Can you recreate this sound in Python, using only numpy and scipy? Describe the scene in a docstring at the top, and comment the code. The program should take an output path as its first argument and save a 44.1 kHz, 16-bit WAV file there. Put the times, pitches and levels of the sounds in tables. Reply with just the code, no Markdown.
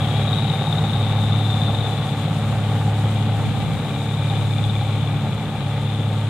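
"""A six-cylinder diesel combine harvester hums and clatters slowly away across a dry wheat field.
Its firing note beats against a near tone of the machinery; noise bursts ring the block, casing and panels,
and a thin whistle pulses with the firings. The threshing gear drones on its own shaft, over a rumble
of air and a hiss of straw, both filtered noise. A breeze and two light gusts brush the microphone."""
import sys
import numpy as np
from scipy import signal
from scipy.fft import rfft, irfft, next_fast_len
from scipy.io import wavfile
from scipy.ndimage import map_coordinates

SR = 44100
rng = np.random.default_rng(int(sys.argv[2]) if len(sys.argv) > 2 else 0)


def materialize(psi):
    """Save the field psi as 16-bit PCM at rate SR to the path in sys.argv[1].

    A 1-D psi becomes a single channel; in a 2-D psi each row is a channel.
    """
    bounded = np.clip(np.atleast_2d(psi).T, -1, 1)
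    quanta = np.round(bounded * 32767).astype(np.int16)
    wavfile.write(sys.argv[1], SR, quanta)


N = 277389
T = np.arange(N) / SR
SIZE = next_fast_len(N, real=True)

CYCLE_HZ, CYCLE_OFFSET_TURNS = 17.63, -0.158  # nominal four-stroke rate, and where the count begins
# The engine sags under load, picks up and settles: start_s, cycle_hz (four-stroke cycles a second)
ENGINE_SPEED = [(0, 17.63), (.7, 17.62), (1.6, 17.57), (2.4, 17.57), (3.7, 17.745), (4.4, 17.63),
                (5.2, 17.55), (6.29, 17.62)]


def engine_cycle():
    """Four-stroke cycles run so far: the integral of the engine speed, with a slight unsteadiness."""
    cycle_hz = np.interp(T, *np.transpose(ENGINE_SPEED))
    return CYCLE_OFFSET_TURNS + np.cumsum(cycle_hz) / SR + 0.0014 * walk(2.84)


# Strength of each cylinder against the others, in firing order: level_db
CYLINDERS = [-10, -9, -6.5, -8.5, -6, -7.5]


def firings(cycle, sharp, scatter_db, lean=0.58):
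    """One puff a firing, quick to rise and slower to die; each cylinder has its own strength."""
    place = cycle * len(CYLINDERS)
    k = np.round(place).astype(int)
    scatter = scatter_db * np.tanh(rng.standard_normal(1024))
    size_db = np.take(CYLINDERS, k, mode="wrap") + scatter[k]
    angle = 2 * np.pi * place
    return unit(undb(size_db) * np.exp(sharp * np.cos(angle + lean * (1 + np.cos(angle)))))


NOTE_DB = -21  # firing note, before its easing-in, its beat and the distance
NOTE_EASE_DB, NOTE_EASE_S = -4.5, 0.6  # softer at first, firming up as the engine takes the load
BEAT_DB = -7  # near tone, against the firing note
LOPE_ORDER, LOPE_DB, LOPE_FADE_DB_PER_S = 9, -33.5, 0.4  # multiple of the cycle, rms at the start
# Lulls in the slow beat of the firing note: lull_s
LULLS = [-.3, .58, 2.09, 3.9, 5.44, 7.1]
# Engine hum on multiples of the four-stroke cycle: order (multiple), level_db (rms)
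ENGINE_ORDERS = [(7, -41), (11, -46.5), (12, -47), (13, -60), (25, -50.5), (26, -51.5), (27, -51),
                 (33, -65), (46, -59.5), (50, -51), (51, -47.5), (63, -60.5), (87, -59)]


def exhaust(cycle):
    """The firing note beats with a near tone of the machinery; uneven cylinders add a lope and side orders."""
    beat_turns = np.interp(T, LULLS, np.arange(len(LULLS)))
    beat = 1 - undb(BEAT_DB) * np.exp(-2j * np.pi * beat_turns)
    note = -np.sqrt(2) * np.real(beat * np.exp(2j * np.pi * len(CYLINDERS) * cycle))
    ease_db = NOTE_EASE_DB * np.exp(-T / NOTE_EASE_S)
    note = note * undb(NOTE_DB + ease_db + distance_db() + 0.07 * walk(5.7))
    lope_db = LOPE_DB - LOPE_FADE_DB_PER_S * T
    lope = tone(LOPE_ORDER * cycle + 0.1 * walk(6), lope_db, waver_db=4.0)
    orders = sum(tone(round(k) * cycle + 0.08 * walk(9), db, waver_db=2.0) for k, db in ENGINE_ORDERS)
    return note + lope + orders


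def knocking(cycle, repeat):
    """A jumble of knocks, a share of which comes back on every engine cycle."""
    count = int(SR / CYCLE_HZ)
    pattern = map_coordinates(rng.standard_normal(count), [cycle % 1 * count], order=3, mode="grid-wrap")
    repeat = np.clip(repeat, 0, 1)
    return np.sqrt(repeat) * pattern + np.sqrt(1 - repeat) * rng.standard_normal(N)


CLATTER_DB = -26.5  # before the shaking and the distance
# Tone of the block and panels: pitch_hz, level_db (relative)
BODY = [(100, -44), (230, -9), (330, -8.5), (460, -3), (570, -2.5), (650, -8), (765, 0), (900, -6.5),
        (1010, -12), (1180, -7), (1450, -12.5), (1850, -17.5), (2300, -19), (6000, -65)]


def clatter(cycle, shaft):
    """Knocks ring the block and panels, harder at each firing and each turn of the drum."""
    knocks = spread(knocking(cycle, repeat=0.21))
    body = unit(colour(knocks, BODY)) * undb(CLATTER_DB + 0.5 * walk(9))
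    firing_shake = 0.5 + 0.17 * firings(cycle, sharp=0.5, scatter_db=4.5)
    shake = firing_shake * throb(shaft, sharp=0.067, scatter_db=1.05)
    return (body + guard_plate(cycle)) * shake * undb(distance_db())


GUARD_HZ, GUARD_WIDTH_HZ = 1120, 240
GUARD_DB, GUARD_PEAK_S, GUARD_LENGTH_S = -39.5, 1.5, 1.4  # level before the shaking and the distance


def guard_plate(cycle):
    """A guard plate buzzes for a while: knocks through one resonance that wanders in pitch."""
    buzz = ring(knocking(cycle, repeat=0.33), GUARD_HZ + 25 * walk(2), GUARD_WIDTH_HZ)
    return buzz * undb(GUARD_DB) * swell(GUARD_PEAK_S, GUARD_LENGTH_S)


BOOM_HZ, BOOM_WIDTH_HZ, BOOM_DB = 781.4, 105, -37.5
BOOM_HOLD_S, BOOM_FADE_DB_PER_S = 2.1, 1.9  # holds its level, then fades


def boom(cycle, shaft):
    """The casing growls with the engine and throbs with the drum; its ring wanders a little in pitch."""
    knocks = knocking(cycle, repeat=0.54) * firings(cycle, sharp=0.34, scatter_db=1.0)
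    knocks = knocks * throb(shaft, sharp=0.48, scatter_db=1.0)
    level_db = BOOM_DB - BOOM_FADE_DB_PER_S * np.maximum(T - BOOM_HOLD_S, 0)
    return ring(knocks, BOOM_HZ + 14 * walk(3), BOOM_WIDTH_HZ) * undb(level_db)


# The hardest knocks on the casing: start_s (before the lead), level_db (peak, before the gain), pitch_hz
CLONKS = [(0.332, -16, 824), (0.497, -24, 719), (1.544, -17, 754), (1.746, -16, 778), (2.823, -20, 856),
          (2.88, -13, 789), (3.043, -19, 837), (3.855, -21, 762), (4.354, -31, 756), (4.583, -21, 775),
          (4.824, -11.5, 797), (5.254, -16, 756)]


def clonks():
    """Single harder knocks stand out of the casing's growl as short pitched bursts."""
    return pings(CLONKS, rise_s=0.0047, lead_s=0.0022, gain_db=-9.5)


RASP_DB = -33.5  # at the starting distance
# Tone of the hard upper edge: pitch_hz, level_db (relative)
RASP = [(600, -50), (1500, -37), (1950, -8), (2120, -6.5), (2520, -4.5), (2900, -2.5), (3150, -1.5),
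        (3700, 1.5), (4100, -7.5), (4700, -20.5), (5800, -33), (14000, -63)]


def rasp(cycle):
    """The hard upper edge of the diesel knock: noise pulsed by the firings, loudest on strong cylinders."""
    puffs = 6.5 + 1.4 * firings(cycle, sharp=1.1, scatter_db=12.0)
    return unit(colour(air() * puffs, RASP)) * undb(RASP_DB + distance_db() + 0.5 * walk(5.9))


# Sheet-metal resonances: pitch_hz, width_hz, level_db (between the bouts)
PANEL_MODES = [(2374, 180, -51.5), (3453, 123, -52.5), (3760, 170, -57), (4000, 110, -66)]
# Bouts of harder rattling: peak_s, length_s, then level_db of each of the four resonances
RATTLES = [(0.2, 0.42, -42.5, -57, -36.5, -60), (1.65, 1.07, -48, -36.5, -48, -44),
           (4.5, 2, -43, -43, -52, -48.5)]


def panels(cycle):
    """Loose panels sing in bouts: firing-pulsed noise through narrow sheet-metal resonances."""
    out = 0
    for k, (hz, width_hz, db) in enumerate(PANEL_MODES):
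        sing = undb(db)
        for peak_s, length_s, *modes_db in RATTLES:
            sing = np.hypot(sing, undb(modes_db[k]) * swell(peak_s, length_s))
        taps = rng.standard_normal(N) * firings(cycle, sharp=0.58, scatter_db=2.3)
        out = out + ring(taps, hz + 18 * walk(3), width_hz) * sing * undb(walk(16))
    return out


SPELL_ATTACK_S, SPELL_RELEASE_S, SPELL_SAG_DB_PER_S = 0.26, 0.21, 0.5
SPELL_SAG_HZ, SPELL_SETTLE_S, SPELL_WAVER_HZ = 214, 0.71, 18  # slide down, its time constant, waver
RUSH_DB = 0  # rush of gas against the clear core
# Spells of whistling: start_s, length_s, level_db (core, before swell and sag), pitch_hz (at the start)
SPELLS = [(-.25, 0.47, -36, 3470), (.08, 1.73, -34, 3832), (3.6, 1.23, -42, 3786), (5.705, 0.23, -39, 3570)]


def whistle(cycle):
    """Gas squeezes through a narrow gap at each firing and whistles in spells, each sliding down as it tires."""
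    out = 0
    for start_s, length_s, db, start_hz in SPELLS:
        age = np.maximum(T - start_s, 0)
        attack = np.minimum(age / SPELL_ATTACK_S, 1)
        release = np.exp(-np.maximum(age - length_s, 0) / SPELL_RELEASE_S)
        slide_hz = SPELL_SAG_HZ * (1 - np.exp(-age / SPELL_SETTLE_S))
        hz = start_hz - slide_hz + SPELL_WAVER_HZ * walk(9)
        puffs = 0.5 + firings(cycle, sharp=1.0, scatter_db=4.0)
        rush = ring(rng.standard_normal(N) * puffs, hz, width_hz=260)
        # the clear core slips out of step from puff to puff
        core = unit(puffs * np.sin(2 * np.pi * (np.cumsum(hz) / SR + 0.23 * walk(70))))
        level = undb(db - SPELL_SAG_DB_PER_S * age)
        out = out + (undb(RUSH_DB) * rush + core) * attack * release * level
    return out


# The sharpest chirps of the whistle: start_s (before the lead), level_db (peak, before the gain), pitch_hz
CHIRPS = [(0.2774, -23, 3690), (0.3296, -21, 3710), (0.385, -21, 3760), (0.5005, -21, 3700),
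          (0.5566, -26, 3660), (0.7063, -25, 3770), (0.7267, -21.5, 3530), (0.7831, -19.5, 3740),
          (0.8964, -23, 3540), (0.9343, -24, 3680), (1.3224, -27, 3540), (1.4491, -26, 3570),
          (1.7464, -24, 3680), (1.8073, -22, 3660), (4.1859, -36, 3650), (4.2228, -32, 3640),
          (4.2991, -25, 3660), (4.3565, -29, 3580), (4.5835, -29, 3460), (4.6404, -22.5, 3580),
          (4.6504, -30, 3350), (4.6972, -28, 3640), (4.7536, -26, 3520), (5.0739, -27.5, 3470)]


def chirps():
    """Now and then a hard puff squeaks out above the whistle as a short pitched burst."""
    return pings(CHIRPS, rise_s=0.0026, lead_s=0.0012, gain_db=4.5)


SHAFT_HZ, SHAFT_AT_S = 35.52, 2.65  # speed, and when the shaft runs at it
SHAFT_OFFSET_TURNS, SHAFT_SAG_HZ_PER_S = 0.055, 0.0388


def drum_shaft():
    """Turns of the drum's shaft, which slowly loses speed in the crop and runs a little unevenly."""
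    lost_turns = SHAFT_SAG_HZ_PER_S * (T - SHAFT_AT_S) ** 2 / 2
    uneven = 0.0027 * walk(5.1) + 0.0057 * walk(35)
    return SHAFT_OFFSET_TURNS + SHAFT_HZ * T - lost_turns + uneven


def throb(shaft, sharp, scatter_db):
    """One surge at each turn of the drum, each with its own strength."""
    scatter = scatter_db * np.tanh(rng.standard_normal(1024))
    size_db = scatter[np.round(shaft).astype(int)]
    return unit(np.exp(sharp * np.cos(2 * np.pi * shaft)) * undb(size_db))


DRUM_NOTE_ORDER = 4  # multiple of the shaft speed
# The drum's main note rising and sinking: start_s, level_db (rms)
DRUM_LEVEL = [(0, -24), (1.2, -28), (2, -27), (3.1, -28), (3.7, -31.5), (4.3, -24), (4.75, -29),
              (5.2, -24.5), (5.45, -30.5), (5.8, -25.5), (6.29, -29)]
# Threshing drone on multiples of the shaft speed: order (multiple), level_db (rms)
DRUM_ORDERS = [(2, -43), (6, -35.5), (8, -40.5), (10, -51)]


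def drum(shaft):
    """The threshing drum drones on multiples of its shaft speed, under a main note that rises and sinks."""
    level = undb(np.interp(T, *np.transpose(DRUM_LEVEL)))
    out = np.sqrt(2) * np.cos(2 * np.pi * DRUM_NOTE_ORDER * shaft) * level
    for k, db in DRUM_ORDERS:
        line = tone(round(k) * shaft + 0.04 * walk(14), db, waver_db=1.9)
        out = out + line * undb(1.4 * walk(24))
    return out


# Belt-driven shafts and fans: pitch_hz, level_db (rms)
BELT_TONES = [(42.3, -56.5), (126.2, -42), (165.5, -44.5)]


def belts():
    """Belt-driven shafts and fans hum at steady pitches, wavering in level."""
    return sum(tone(hz * T + 0.034 * walk(2.28), db, waver_db=4.0) for hz, db in BELT_TONES)


# Tone of the churned air: pitch_hz, level_db (relative)
RUMBLE = [(20, -27), (48, -22), (70, -8), (92, -4), (108, -3), (127, 5), (142, -1), (160, 2), (178, -0.5),
          (215, -1), (260, -10.5), (330, -17), (450, -48)]
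# Level of the rumble: start_s, level_db (rms)
RUMBLE_LEVEL = [(0, -27), (1.2, -26.7), (2.1, -28), (3.0, -29), (3.7, -28), (4.3, -30.5), (5.1, -29.7),
                (6.29, -31.5)]


def rumble():
    """The air that drum and fans churn: low filtered noise."""
    return unit(colour(air(), RUMBLE)) * undb(np.interp(T, *np.transpose(RUMBLE_LEVEL)))


STRAW_DB = -44  # at the start
THINS_S, THINNING_S, THIN_DB = 4.9, 0.17, 2.5  # the stream thins once: when, over how long, by how much
STRAW_FADE = 0.22  # share of the machine's fading, in dB, that the straw follows
# Tone of the straw: pitch_hz, level_db (relative)
STRAW = [(1000, -21), (3500, 7.5), (5000, 2), (5900, -2.5), (6900, 7), (7700, 5), (8500, 8), (9400, 4),
         (10600, -4.5), (13000, -3.5), (14500, -5.5), (15500, -27)]


def straw():
    """Dry stalks and chaff: a fine, restless hiss with sparse crackles, which thins out near the end."""
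    size = undb(3.5 * np.minimum(rng.exponential(size=N), 3.5))
    struck = rng.random(N) < 100 / SR  # about 100 crackles a second
    crackle = struck * size * rng.standard_normal((2, N))
    stalks = air() + undb(-15) * unit(crackle)
    flow_db = STRAW_DB - THIN_DB * np.clip((T - THINS_S) / THINNING_S, 0, 1)
    return unit(colour(stalks, STRAW)) * undb(flow_db + STRAW_FADE * distance_db() + 0.88 * walk(21.8))


BREEZE_DB = -41
# Gusts on the microphone: peak_s, length_s, level_db
GUSTS = [(3.577, 0.4, -29), (4.624, .14, -40)]
# Tone of the wind: pitch_hz, level_db (relative)
WIND = [(20, -30), (50, -26), (85, -2), (140, -3), (200, -12.5), (300, -16.5), (500, -29), (900, -63),
        (2500, -75)]


def wind():
    """A light breeze and two gusts, each swelling and sinking, buffet each port with its own noise."""
    force = undb(BREEZE_DB + 3.2 * walk(4.0))
    for peak_s, length_s, db in GUSTS:
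        force = np.hypot(force, undb(db) * swell(peak_s, length_s))
    return unit(colour(rng.standard_normal((2, N)), WIND)) * force * undb(1.6 * walk(3.8))


START_M, SPEED_M_S = 18, 1.47  # starting distance, and a walking pace


def distance_db():
    """Loss of level as the machine draws away: 6 dB for each doubling of distance."""
    return -20 * np.log10(1 + SPEED_M_S * T / START_M)


# Likeness of the two ports: pitch_hz, share (of the power common to both, 0 to 1)
COMMON = [(60, 1), (280, 0.99), (750, 0.99), (1150, 0.96), (1600, 0.81), (3000, 0.39), (4200, 0.46),
          (5200, 0.091), (8000, 0.14), (14000, .05)]


def spread(common):
    """Two ports hear the same bass and mostly unrelated treble."""
    share = np.clip(per_bin(COMMON), 0, 1)
    own = rfft(rng.standard_normal((2, SIZE)))
    return irfft(np.sqrt(share) * rfft(common, SIZE) + np.sqrt(1 - share) * own, SIZE)[..., :N]


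def air():
    """White noise as it reaches the two ports."""
    return spread(rng.standard_normal(N))


def tone(turns, db, waver_db):
    """One line of a rotating part, wavering on its way through the open air."""
    level = np.sqrt(2) * undb(db + waver_db * walk(5))
    return level * np.sin(2 * np.pi * (turns + rng.random()))


def ring(x, hz, width_hz):
    """A resonance with steep skirts whose centre may move: shift down, low-pass, shift back up."""
    lowpass = signal.butter(2, width_hz / 2, fs=SR, output="sos")
    low = signal.sosfilt(lowpass, x * np.exp(-2j * np.pi * np.mean(hz) * T))
    return unit(np.real(low * np.exp(2j * np.pi * np.cumsum(hz) / SR)))


def pings(rows, rise_s, lead_s, gain_db):
    """Short pitched bursts, quick to rise and slower to die: one a row, starting lead_s early."""
    out = 0
    for start_s, peak_db, hz in rows:
        age = np.clip((T - start_s + lead_s) / rise_s, 0, 20)
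        burst = (age * np.exp(1 - age)) ** 2
        out = out + undb(peak_db + gain_db) * burst * np.sin(2 * np.pi * hz * T)
    return out


def swell(peak_s, length_s):
    """A smooth rise and fall around peak_s, 1 at the top."""
    return np.exp(-2 * ((T - peak_s) / length_s) ** 2)


def walk(rate):
    """Smooth chance of spread about 1 that changes about rate times a second."""
    knots = rng.standard_normal(1024)
    return map_coordinates(knots, [T * rate], order=3, mode="wrap")


def undb(db):
    """Decibels to gain."""
    return 10 ** (np.asarray(db) / 20)


def unit(x):
    """Scale to rms 1."""
    return x / np.sqrt(np.mean(np.abs(x) ** 2))


def per_bin(points):
    """(Hz, value) points joined on a log-frequency axis."""
    hz, value = np.transpose(points)
    bins_hz = np.maximum(np.fft.rfftfreq(SIZE, 1 / SR), 1)
    return np.interp(np.log(bins_hz), np.log(hz), value)


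def colour(x, points):
    """Filter by a (Hz, dB) spectrum."""
    return irfft(rfft(x, SIZE) * undb(per_bin(points)), SIZE)[..., :N]


def scene():
    """Engine, whistle, threshing gear, straw and wind, while the machine draws away."""
    cycle = engine_cycle()
    shaft = drum_shaft()
    engine = exhaust(cycle) + clatter(cycle, shaft) + boom(cycle, shaft) + clonks()
    edge = rasp(cycle) + panels(cycle) + whistle(cycle) + chirps()
    thresher = drum(shaft) + belts() + rumble()
    return engine + edge + thresher + straw() + wind()


TOP_HZ = 15200  # steep upper limit
# Response of the right port: pitch_hz, level_db (gain)
RIGHT_PORT = [(100, -0.5), (280, -0.5), (700, -0.7), (1300, -0.5), (1800, 3), (2400, -6), (3100, -9.5),
              (3700, -17), (4400, -6), (5600, 1.5), (6500, -2), (8400, -13), (10300, -6), (13000, -11)]


def record(dry):
    """The left port hears one sample later, the right one is mostly duller; the top is cut steeply."""
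    ports = np.array([np.roll(dry[0], 1), colour(dry[1], RIGHT_PORT)])
    return signal.sosfilt(signal.ellip(10, 0.1, 80, TOP_HZ, fs=SR, output="sos"), ports)


dry = scene()
out = record(dry)
materialize(out)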